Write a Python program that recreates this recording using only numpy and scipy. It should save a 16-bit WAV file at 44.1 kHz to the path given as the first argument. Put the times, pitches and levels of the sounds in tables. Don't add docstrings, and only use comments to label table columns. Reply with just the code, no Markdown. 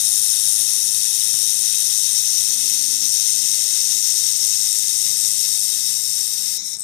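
import sys
import numpy as np
from scipy import signal
from scipy.fft import rfft, irfft
from scipy.io import wavfile
from scipy.ndimage import uniform_filter1d, minimum_filter1d

SR = 44100
rng = np.random.default_rng(int(sys.argv[2]) if len(sys.argv) > 2 else 0)


def store_wav(level_fs):
    pcm = np.round(np.clip(np.atleast_2d(level_fs), -1, 1) * 32767)
    wavfile.write(sys.argv[1], SR, pcm.T.astype(np.int16))


N = 301203
T = np.arange(N) / SR
HZ = np.arange(2049) * SR / 4096
SWEEP_HZ, LIFT_S = 103.9165, 6.577


def undb(db):
    return 10 ** (np.asarray(db) / 20)


def noise():
    return rng.standard_normal(N)


def walk(rate_hz):
    hold = max(int(SR / rate_hz), 1)
    held = np.repeat(noise()[:N // hold + 1], hold)
    smooth = uniform_filter1d(uniform_filter1d(held, hold), hold)[:N]
    return smooth / smooth.std()


def pulse(centre_s, width_s):
    return np.exp(-.5 * ((T - centre_s) / width_s) ** 2)


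def swells(events, attack_s, release_s):
    return sum(undb(db) * np.clip((T - start_s) / attack_s, 0, 1)
               * np.clip(1 - (T - start_s - length_s) / release_s, 0, 1)
               for start_s, length_s, db in events)


def bell(hz, width_hz):
    return 1 / (1 + ((HZ ** 2 - hz ** 2) / ((HZ + 1) * width_hz)) ** 2)


def colour(points):
    hz, db = np.transpose(points)
    return undb(np.interp(np.log(HZ + 1), np.log(hz), db))


def shape(x, gain, band_hz=(0, SR)):
    in_band = (HZ >= band_hz[0]) & (HZ <= band_hz[1])
    gain = gain / np.sqrt(np.mean(gain ** 2 * in_band))
    cepstrum = irfft(np.log(gain + 1e-7))
    cepstrum[1:len(HZ) - 1] *= 2
    cepstrum[len(HZ):] = 0
    return signal.oaconvolve(x, irfft(np.exp(rfft(cepstrum))))[:N]


# time_s, gas_db, vapour_db
SEAM_FLOW = [(0.0, -25.5, -22.5), (1.2, -25.5, -23), (2.3, -24, -24.4), (2.75, -23.5, -25.5),
             (4.2, -23.5, -26.5), (4.55, -25.5, -25), (5.4, -25.5, -25), (6.2, -27, -28), (6.5, -26.5, -32)]
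# start_s, length_s, vapour_db
BEAM_GRAZES = [(6.635, 0.1, -36.5), (6.785, 0.012, -36)]


def torch(fade_s=0.01, drop_db=-5.5, fume_db=-45, edge_s=6.788, edge_width_s=0.017):
    times_s, *columns = np.transpose(SEAM_FLOW)
    gas_db, vapour_db = (np.interp(T, times_s, column) for column in columns)
    lifted = np.clip((T - LIFT_S) / fade_s + .5, 0, 1)
    spread_db = 0.55 + 0.6 * np.exp(-T / 0.66)
    pool_db = walk(12) * spread_db * (1 - lifted)
    beyond_edge = (1 + np.tanh((T - edge_s) / edge_width_s)) / 2
    edge_db = -11 * pulse(edge_s, edge_width_s) - 6.5 * beyond_edge
    grazes = swells(BEAM_GRAZES, attack_s=0.015, release_s=0.02)
    boiling = undb(vapour_db + pool_db) * (1 - lifted) + undb(fume_db) * lifted + grazes
    hiss_db = gas_db - 0.32 * pool_db
    return hiss_db + drop_db * lifted + edge_db, 20 * np.log10(boiling)


# freq_hz, width_hz, gain_db, centre_seams, reach_seams
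JOINT_MODES = [(1810, 2300, -33.0, 0.14, 1.5), (2152, 470, -21, 0.62, 0.66), (2570, 86, -19, 0.39, 0.47),
               (2790, 180, -25.0, 0.7, 0.49), (3523, 1160, -16.5, 0.41, 0.7), (3783, 136, -4.5, 0.43, 1.7),
               (4446, 730, -13.5, 0.38, 0.77), (4840, 470, -14.5, 0.82, 0.29),
               (5060, 280.0, -14.5, 0.15, 0.41), (5457, 420, -1.0, 0.66, 0.75),
               (5730, 590, -3.5, 0.33, 0.71), (6170, 680, -4, 0.47, 0.47), (6585, 195, -3, 0, 0.62),
               (6610, 1340, -5.5, 0.63, 0.35), (7190, 440, -6.5, 0, 0.98), (7590, 280, -2.5, 0.9, 0.55),
               (7670, 320, -7.5, 0, 0.57), (7970, 190, -3, 0.72, 0.23), (8600, 880, -1, 0.64, 1.1),
               (9200, 400, -5.5, 0.14, 1.2), (9550, 220, -2, 0.01, 0.72), (9630, 460, -7, 0.86, 0.28),
               (10290, 540, -5, 0.15, 0.89), (10680, 540, -3.5, 0.04, 0.33), (10870, 570, -7, 0.88, 0.22),
               (11500, 930, -18.5, 0.83, 1.86), (12070, 1300, -13.5, 0.6, 3.08),
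               (13630, 2050, -12.5, 1, 1.1), (14430, 780.0, -15, 0.1, 0.46)]
# freq_hz, width_hz, gain_db, centre_seams, reach_seams
PLATE_NOTCHES = [(2263, 80, -21.5, 0.81, 1.5), (4240, 150, -5.5, 0.14, 0.12), (4700, 160, -6, 0.3, 0.19),
                 (14150, 420, -8, 0.6, 0.36)]


def seam_response(place):
    hz, width_hz, db, centre, reach = np.transpose(JOINT_MODES)[:, :, None]
    peaks = undb(db) * bell(hz, width_hz) / (1 + ((place - centre) / reach) ** 2)
    hz, width_hz, db, centre, reach = np.transpose(PLATE_NOTCHES)[:, :, None]
    dips_db = db * bell(hz, width_hz) / (1 + ((place - centre) / reach) ** 2)
    return np.sqrt(np.sum(peaks ** 2, axis=0)) * undb(dips_db.sum(axis=0))


def joint(x, spectrum, band_hz, positions=9):
    travel = np.clip(T / LIFT_S, 0, 1)
    ringing = 0
    for place in np.linspace(0, 1, positions):
        nearness = np.maximum(1 - abs(travel - place) * (positions - 1), 0)
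        ringing += shape(x * nearness, seam_response(place) * colour(spectrum), band_hz)
    return ringing


# freq_hz, gain_db
GAS_SPECTRUM = [(300, 8), (1000, -1), (2000, 0), (3000, -1), (3800, -1), (5500, -0.63), (7000, -2),
                (8500, -8), (11000, -5), (15000, -2.5)]
# freq_hz, width_hz, gain_db
NOZZLE_MODES = [(2120, 530, -24), (3820, 370, -8), (5520, 310, 1), (6000, 1500, -7), (6650, 380, -7),
                (8100, 310, -11), (9200, 7100, -26)]


def gas(level_db, flutter_db=0.78, waver_db=0.9, band_hz=(3500, 7000), split_hz=4200):
    jet = noise() * undb(level_db + flutter_db * walk(40))
    nozzle = np.sqrt(sum((undb(db) * bell(hz, width_hz)) ** 2 for hz, width_hz, db in NOZZLE_MODES))
    on_plate = joint(jet * (T < LIFT_S), GAS_SPECTRUM, band_hz)
    lifted = shape(jet * (T >= LIFT_S), nozzle, band_hz)
    hiss = undb(-1.41) * on_plate + undb(1) * lifted
    lower = signal.sosfiltfilt(signal.butter(6, split_hz, fs=SR, output="sos"), hiss)
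    return hiss + lower * (undb(waver_db * walk(24.05)) - 1)


# freq_hz, gain_db
VAPOUR_SPECTRUM = [(300, -11), (1000, -10.5), (2000, -6), (3000, -3), (3800, -7.5), (5500, -4), (7000, -2),
                   (8500, 0), (11000, -0.6), (15000, -2)]
# phase_sweeps, width_sweeps, gain_db
VAPOUR_BURSTS = [(.08, 0.11, -10), (.405, 0.084, -4.5), (.52, 0.063, -6), (.77, 0.046, -11)]


def vapour(level_db, trim_db=-1.13, scatter_db=0.8, surge_db=0.48, grain_db=1.0):
    power = 0
    for phase, width, db in VAPOUR_BURSTS:
        offset = (T * SWEEP_HZ - phase + .5) % 1 - .5
        power += undb(db) ** 2 * np.exp(-.5 * (offset / width) ** 2)
    uneven_db = scatter_db * walk(180) + surge_db * walk(25) + grain_db * walk(2500)
    envelope = np.sqrt(power) * undb(uneven_db)
    envelope /= np.sqrt(np.mean(envelope ** 2))
    sizzle = joint(noise() * envelope, VAPOUR_SPECTRUM, band_hz=(8000, 15000))
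    return sizzle * undb(level_db + trim_db)


# sweep_multiple, level_db
POOL_HARMONICS = [(6, -76), (7, -75), (8, -72.5), (9, -74.5), (15, -73.5), (17, -66), (19, -67.5),
                  (25, -61.5), (28, -74), (30, -71)]


def buzz(waver_db=2, fade_s=0.022):
    lines = 0
    for multiple, db in POOL_HARMONICS:
        amplitude = np.sqrt(2) * undb(db + waver_db * walk(5.5))
        lines += amplitude * np.sin(2 * np.pi * (multiple * SWEEP_HZ * T + rng.random()))
    return lines * np.clip((LIFT_S - T) / fade_s, 0, 1)


def motor(pitch_hz, level_db, waver_hz, waver_db=2.0):
    cycles = np.cumsum(pitch_hz + waver_hz * walk(13)) / SR
    return np.sqrt(2) * undb(level_db + waver_db * walk(5.87)) * np.sin(2 * np.pi * cycles)


# pitch_hz, level_db, waver_hz
HUM_LINES = [(114.7, -67, 2.12), (200.5, -64, 0.69)]
# freq_hz, gain_db
AIR_SPECTRUM = [(20, -5), (55, -6.5), (75, -6.5), (100, 5), (170, 2), (240, -1.5), (330, -3), (420, -6.5),
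                (800, -7.5), (1500, -11), (4000, -21), (15000, -35)]


def hum_and_air(air_db=-56, swell_db=0.94):
    hum = sum(motor(*line) for line in HUM_LINES)
    air = shape(noise(), colour(AIR_SPECTRUM)) * undb(air_db + swell_db * walk(5))
    return hum + air


# centre_s, level_db
LOW_BUMPS = [(.48, -54), (1.36, -57), (4.81, -57), (5.24, -52.5)]


def bumps(width_s=0.025):
    envelope = sum(undb(db) * pulse(centre_s, width_s) for centre_s, db in LOW_BUMPS)
    return shape(noise() * envelope, bell(hz=105, width_hz=30))


# freq_hz, gain_db
TICK_SPECTRUM = [(100, -12), (300, -2), (2800, 0), (4500, -11), (11000, -14), (15000, -22)]


def tap(start_s=1.3412, tick_db=-14, thud_db=-32, thud_hz=125, decay_s=0.0075):
    age_s = np.maximum(T - start_s, 0)
    tick = shape(signal.unit_impulse(N, int(start_s * SR)), colour(TICK_SPECTRUM))
    thud = np.exp(-age_s / decay_s) * np.sin(2 * np.pi * thud_hz * age_s)
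    return undb(tick_db) * tick - undb(thud_db) * thud


# start_s, length_s, level_db
MACHINE_GROANS = [(2.38, 0.15, -62), (2.53, 0.53, -54), (3.3, 0.21, -58.5), (3.85, 0.13, -61),
                  (4.2, 0.087, -62.5)]


def groans(pitch_hz=254.5, rumble_db=-5, octave_db=-64):
    rumble = shape(noise(), bell(hz=250, width_hz=200)) * undb(rumble_db)
    envelope = swells(MACHINE_GROANS, attack_s=0.053, release_s=0.06)
    tone = motor(pitch_hz, level_db=0, waver_hz=0.95)
    octave = pulse(centre_s=3.65, width_s=0.09) * motor(2 * pitch_hz, octave_db, waver_hz=3.05)
    return envelope * (tone + rumble) + octave


# time_s, gain_db
EDGE_SPITS = [(6.7104, -22), (6.7375, -23), (6.7484, -25), (6.7574, -27), (6.7674, -25), (6.787, -24),
              (6.7955, -19), (6.8056, -17)]
# freq_hz, gain_db
SPIT_SPECTRUM = [(1000, -36), (4000, -26), (6500, -17), (7600, 2), (8500, 6), (9800, -7.5), (10900, -1),
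                 (12000, -20), (15000, -18)]


def spits(trim_db=-6, width_s=0.0012, delay_s=0.00088):
    envelope = sum(undb(db) * pulse(time_s + delay_s, width_s) for time_s, db in EDGE_SPITS)
    return shape(noise() * envelope, colour(SPIT_SPECTRUM)) * undb(trim_db)


def whistle(pitch_hz=8080, width_hz=200, level_db=-31):
    ring = shape(noise(), 1 / (1 + ((HZ - pitch_hz) / width_hz) ** 2))
    return ring * undb(level_db) * pulse(centre_s=6.821, width_s=0.006)


def reflections(x, wet_db=-14, t60_s=0.082):
    age_s = T[:SR // 4]
    echoes = noise()[:len(age_s)] * undb(-60 * age_s / t60_s)
    return x + undb(wet_db) * signal.oaconvolve(x, echoes / np.linalg.norm(echoes))[:N]


def scene():
    gas_db, vapour_db = torch()
    weld = reflections(gas(gas_db) + vapour(vapour_db) + spits() + whistle()) + buzz()
    room = hum_and_air() + bumps() + groans()
    left = undb(6) * (weld + room)
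    right = undb(-53.5) * weld + undb(-37) * room + tap()
    return np.array([left, right])


def record(dry):
    ceiling, hold_samples, cutoff_hz = 0.8, SR // 400, 15050
    gain = np.minimum(ceiling / (abs(dry).max(axis=0) + 1e-9), 1)
    gain = uniform_filter1d(minimum_filter1d(gain, hold_samples), hold_samples)
    return signal.sosfilt(signal.ellip(12, .2, 70, cutoff_hz, fs=SR, output="sos"), dry * gain)


dry = scene()
out = record(dry)
store_wav(out)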